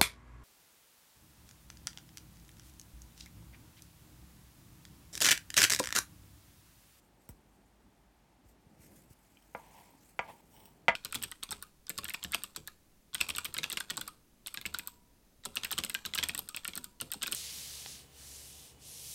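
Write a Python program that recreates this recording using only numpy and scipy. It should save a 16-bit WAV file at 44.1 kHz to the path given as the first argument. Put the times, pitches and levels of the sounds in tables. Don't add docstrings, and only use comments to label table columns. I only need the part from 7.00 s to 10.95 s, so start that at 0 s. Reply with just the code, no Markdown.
import sys
import numpy as np
from scipy import signal
from scipy.fft import rfft, irfft
from scipy.io import wavfile
from scipy.ndimage import uniform_filter1d

SR = 44100
rng = np.random.default_rng(int(sys.argv[2]) if len(sys.argv) > 2 else 0)


def wrap_up_sound(samples):
    columns = np.atleast_2d(samples).T
    tamed = np.clip(columns, -1, 1)
    steps = np.round(tamed * 32767).astype(np.int16)
    wavfile.write(sys.argv[1], SR, steps)


N = 174195


def gain_of(db):
    return 10 ** (np.asarray(db) / 20)


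def unit_rms(x):
    return x / np.sqrt(np.mean(x ** 2) + 1e-20)


def read_curve(points, hz):
    point_hz, value = np.transpose(points)
    return np.interp(np.log(hz + 1), np.log(point_hz + 1), value)


def level(rows, column=1):
    rows = np.array(rows)
    return gain_of(np.interp(np.arange(N) / SR, rows[:, 0], rows[:, column], -120, -120))


def add(mix, start_s, sound):
    part = mix[round(start_s * SR):][:len(sound)]
    part += sound[:len(part)]


def drift(size):
    return unit_rms(uniform_filter1d(rng.standard_normal(N), size=size))


def ring(modes, tilt_db_per_oct, size=6000):
    t = np.arange(size) / SR
    out = np.zeros(size)
    for k, (hz, db, t60_s) in enumerate(modes):
        mode_db = db + tilt_db_per_oct * np.log2(hz / 1000) - 60 * t / t60_s
        out += (-1) ** k * gain_of(mode_db) * np.sin(2 * np.pi * hz * t)
    return out


def patchy_noise(colour, patch_db):
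    frames, hz = N // 128 + 5, np.fft.rfftfreq(512, 1 / SR)
    real, imag, patch = rng.standard_normal((frames, 257, 3)).T
    patch = uniform_filter1d(patch, size=10, axis=0)
    patch = unit_rms(uniform_filter1d(patch, size=14, axis=1))
    spectrum = (real + 1j * imag) * gain_of(read_curve(colour, hz)[:, None] + patch_db * patch)
    return unit_rms(signal.istft(spectrum, nperseg=512, noverlap=384)[1][:N])


# hz, level_db
HISS_COLOUR = [(12, -49), (20, -14.5), (33, -3.5), (54, -0.5), (76, -12), (285, -12), (502, -27),
               (546, -19), (884, -13), (962, -19), (1600, -23), (1740, -23.5), (7580, -34.5), (9230, -34.5),
               (17200, -43)]
# time_s, level_db
RUMBLE_LEVEL = [(0.0, -69), (0.3, -65), (1.33, -70), (1.91, -59), (2.22, -69.5), (3.95, -61.5)]
HISS_DB, RUMBLE_TRIM_DB = -68, -3
HUM_HZ, HUM_DB = 51, -71.5


def room_tone():
    hz = np.fft.rfftfreq(N, 1 / SR)
    spectrum = rng.standard_normal(len(hz)) + 1j * rng.standard_normal(len(hz))
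    hiss = unit_rms(irfft(spectrum * gain_of(read_curve(HISS_COLOUR, hz)), N))
    rumble_colour = [(60, -34), (110, 6), (300, -2), (700, -11), (2000, -74)]  # hz, level_db
    rumble = level(RUMBLE_LEVEL) * patchy_noise(rumble_colour, 1.73)
    waver = 1 + 0.077 * drift(3000)
    hum = gain_of(HUM_DB) * np.sin(2 * np.pi * HUM_HZ * np.cumsum(waver) / SR)
    return gain_of(HISS_DB) * hiss + gain_of(RUMBLE_TRIM_DB) * rumble + hum


# time_s, level_db
RUSTLE_LEVEL = [(0, -80), (.03, -73), (.11, -82), (.288, -72.5), (.293, -74), (.306, -65), (.32, -71),
                (.4, -80.5), (1.43, -84.5), (1.5, -68.5), (1.54, -82.5), (1.785, -77), (1.8, -65.5),
                (1.85, -63), (1.9, -68.5), (1.96, -64.5), (2.04, -71.5), (2.09, -77), (2.105, -63),
                (2.135, -68), (2.15, -75), (2.33, -71.5), (2.41, -73), (2.8, -64.5), (2.97, -71),
                (3.1, -65.5), (3.16, -73.5), (3.31, -69.5), (3.43, -74.5), (3.6, -71), (3.74, -76),
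                (3.95, -80)]
# hz, level_db
RUSTLE_COLOUR = [(880, -26), (1500, -10), (2210, -3.5), (3720, -16), (4120, -9.5), (8500, -4), (10300, -8),
                 (11900, -4.5), (17200, -14)]


def rustle():
    grain = gain_of(2.0 * drift(300))
    return level(RUSTLE_LEVEL) * unit_rms(grain * patchy_noise(RUSTLE_COLOUR, 2.5))


# hz, level_db, t60_s
ARM_MODES = [(3060, 1, 0.005), (5610, -6.5, 0.013), (8180, -2.5, 0.013), (11990, -3.5, 0.013),
             (13900, -21, 0.0085), (16000, -1, 0.0094)]
# start_s, ring_peak_db, tilt_db_per_oct
CLICKS = [(0.2903, -36.5, 5.2), (1.488, -67, 3), (2.2458, -62, -3), (2.424, -52.5, -2), (2.9054, -56, 7),
          (3.2965, -52, -2), (3.5654, -49, -2.5), (3.6025, -50, -4), (3.6556, -41.5, 1)]
# hz, level_db, t60_s
TICK_MODES = [(2410, -2, 0.018), (3100, 0.43, 0.015)]
TICK_S, TICK_DB, TICK_ATTACK_S = 2.371, -52, 0.0006
SCUFF_DB, SCUFF_T60_S, SCUFF_HISS_DB = -21, 0.04, -20


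def clicks():
    out, t = np.zeros(N), np.arange(3000) / SR
    scuffs = rng.standard_normal((len(CLICKS), 3000)) * gain_of(-60 * t / SCUFF_T60_S)
    for (start_s, peak_db, tilt), scuff in zip(CLICKS, scuffs):
        drive = np.r_[1, gain_of(SCUFF_DB) * scuff[1:]]
        sound = signal.oaconvolve(drive, ring(ARM_MODES, tilt, size=1000))
        add(out, start_s, gain_of(peak_db) * sound / abs(sound).max())
        add(out, start_s, gain_of(peak_db + SCUFF_HISS_DB) * np.diff(scuff))
    attack = np.minimum(t[:2000] / TICK_ATTACK_S, 1)
    add(out, TICK_S, gain_of(TICK_DB) * ring(TICK_MODES, 0, size=2000) * attack)
    return out


# (added to table modes just below SPOT_HZ, taken from those just above)
TAPS = [(0.2912, -46, -3.5, 2), (2.5492, -24.5, -4, -0.5), (2.553, -43, 3, 1), (3.1916, -16, 0, -1.5),
        (3.197, -29.5, 0.5, -12), (3.8823, -6.5, 1.5, 3.5), (3.8878, -11.5, 1, -2.5),
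        (3.8911, -18.5, 0.5, -5), (3.8942, -20, -2, 16), (3.8975, -26.5, -4.5, 19)]
# hz, level_db, t60_s
TABLE_MODES = [(198, -18, 0.032), (488.3, -9, 0.04), (673, -6.5, 0.055), (805, 0, 0.028), (985, -8, 0.069),
               (1184, -11.5, 0.12), (1400, -9, 0.069), (1650, -12.5, 0.11), (1994, 3, 0.03),
               (2320, 0.5, 0.027), (2480, -7, 0.064), (3000, -11.5, 0.059), (4600, -3.5, 0.021),
               (7300, -4, .014)]
STRIKE_HZ, STRIKE_SIGMA_S = 1850, 0.0001796
CRACK_DB, CRACK_T60_S = -25.5, 0.028
RING_DB, CONTACT_S = -8, 0.0001
SPOT_HZ, SPOT_REACH_HZ = 2170, 250


def taps():
    out, t = np.zeros(N), np.arange(6000) / SR
    crack_band = signal.butter(2, [3800, 7500], "band", fs=SR)
    cracks = signal.lfilter(*crack_band, rng.standard_normal((len(TAPS), 6000)))
    contact = t[:200] * np.exp(-t[:200] / CONTACT_S)
    contact /= contact.sum()
    for (start_s, db, tilt, spot_db), crack in zip(TAPS, cracks):
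        u = t - 3 * STRIKE_SIGMA_S
        strike = -np.sin(2 * np.pi * STRIKE_HZ * gain_of(tilt) * u)
        strike *= np.exp(-(u / STRIKE_SIGMA_S) ** 2 / 2)
        crack = gain_of(CRACK_DB + 2 * tilt - 60 * t / CRACK_T60_S) * crack
        modes = []
        for hz, mode_db, t60_s in TABLE_MODES:
            below_hz = SPOT_HZ - hz
            near_spot = abs(below_hz) < SPOT_REACH_HZ
            modes.append((hz, mode_db + spot_db * np.sign(below_hz) * near_spot, t60_s))
        body = np.convolve(ring(modes, tilt), contact)[:len(t)]
        add(out, start_s, gain_of(db) * (strike + crack + gain_of(RING_DB) * body))
    return out


# hz, t60_s
ROOM_T60 = [(200, 0.22), (800, 0.16), (2500, 0.16), (8000, 0.096)]
ROOM_WET_DB = -12


def room(x):
    size = SR // 2
    hits = np.zeros(size)
    at = np.arange(200, size - 20, 20)
    hits[at + rng.integers(0, 20, len(at))] = rng.choice([-1., 1.], len(at))
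    hz, t, spectrum = signal.stft(hits, SR, nperseg=256)
    decay = gain_of(-60 * t / read_curve(ROOM_T60, hz)[:, None])
    tail = signal.istft(spectrum * decay, SR, nperseg=256)[1]
    return signal.fftconvolve(x, tail / np.linalg.norm(tail))[:N]


# start_s, level_db, start_pitch_above_end_hz, t60_s
BUMPS = [(0.2918, -40, 710, 0.13), (.65, -58, 150, 0.062), (1.451, -51.5, 198, 0.14),
         (1.666, -48.5, 251, 0.075), (1.795, -51, 250, 0.14), (1.838, -63, 200, .08),
         (2.107, -42, 298, 0.043), (2.551, -57, 300, 0.09), (3.191, -44.5, 300, 0.064),
         (3.304, -66, 200, 0.059), (3.883, -36, 400, 0.09)]
BUMP_END_HZ, BUMP_SAG_TURNS, BUMP_ATTACK_S = 21.6, 0.74, 0.0031


def bumps():
    out, t = np.zeros(N), np.arange(6000) / SR
    for start_s, db, sag_hz, t60_s in BUMPS:
        pitch_hz = BUMP_END_HZ + BUMP_SAG_TURNS / (t + BUMP_SAG_TURNS / sag_hz)
        envelope = gain_of(db - 60 * t / t60_s) * np.minimum(t / BUMP_ATTACK_S, 1)
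        add(out, start_s, envelope * np.sin(2 * np.pi * np.cumsum(pitch_hz) / SR))
    return out


# time_s, table_rumble_db, arm_ring_db
DRAGS = [
    [(2.58, -60.5, -81), (2.67, -61, -83), (2.73, -62.5, -73), (2.79, -56, -70), (2.85, -64, -77),
     (2.94, -68, -84), (3, -77, -90.5)],
    [(3.23, -62, -90), (3.25, -56.5, -90), (3.28, -52.5, -81), (3.3, -45.5, -74), (3.33, -61, -68),
     (3.38, -69, -81), (3.41, -65.5, -72)],
    [(3.48, -85, -95), (3.52, -75, -69.5), (3.58, -63.5, -64.5), (3.62, -66, -68.5), (3.66, -66.5, -66.5),
     (3.71, -73, -71), (3.75, -80, -106)],
]
# hz, width_hz, level_db
DRAG_BODY = [(210, 34, 6), (919, 110, 15.5), (2220, 1040, -2), (7300, 340, -20)]
PLUCKS_PER_S, PLUCK_SPREAD_DB = 2100, 1.5


def thread_plucks():
    strength = gain_of(PLUCK_SPREAD_DB * np.minimum(rng.exponential(1, N), 4))
    happens = rng.random(N) < PLUCKS_PER_S / SR
    return strength * happens * rng.choice([-1, 1], N)


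def drag():
    plucks, t = thread_plucks(), np.arange(2000) / SR
    body = np.zeros(len(t))
    for hz, width_hz, db in DRAG_BODY:
        body += gain_of(db) * width_hz * np.exp(-np.pi * width_hz * t) * np.sin(2 * np.pi * hz * t)
    table = unit_rms(signal.oaconvolve(plucks, body)[:N])
    arms = unit_rms(signal.oaconvolve(plucks, ring(ARM_MODES, 1.9, size=1000))[:N])
    return sum(level(d) * table + level(d, column=2) * arms for d in DRAGS)


# time_s, pitch_hz, level_db
SQUEAK = [(3.12, 10100, -91.5), (3.17, 10550, -72.5), (3.25, 10840, -83), (3.3, 11200, -68),
          (3.35, 10600, -79), (3.42, 10000, -90)]


def squeak():
    time_s, point_hz, _ = np.transpose(SQUEAK)
    flicker = gain_of(2.5 * drift(400))
    pitch_hz = np.interp(np.arange(N) / SR, time_s, point_hz)
    return level(SQUEAK, column=2) * flicker * np.sin(2 * np.pi * np.cumsum(pitch_hz) / SR)


def scene():
    near = taps() + clicks()
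    wet = gain_of(ROOM_WET_DB) * room(near)
    return (room_tone() + rustle() + near + wet + bumps() + drag() + squeak())[None]


MIC_LOW_HZ, EDGE_HZ = 41.5, 17250
DIP_HZ, DIP_WIDTH_HZ, DIP_DB = 10550, 167, -5.5


def record(dry):
    hz = np.fft.rfftfreq(N, 1 / SR)
    dip = gain_of(DIP_DB * np.exp(-((hz - DIP_HZ) / DIP_WIDTH_HZ) ** 2))
    dipped = irfft(rfft(dry) * dip, N)
    x = signal.lfilter(*signal.butter(4, MIC_LOW_HZ, "high", fs=SR), dipped)
    band_limit = signal.firwin(511, EDGE_HZ, window=("kaiser", 9), fs=SR)
    return signal.oaconvolve(x, band_limit[None], "same")


dry = scene()
out = record(dry)
wrap_up_sound(out)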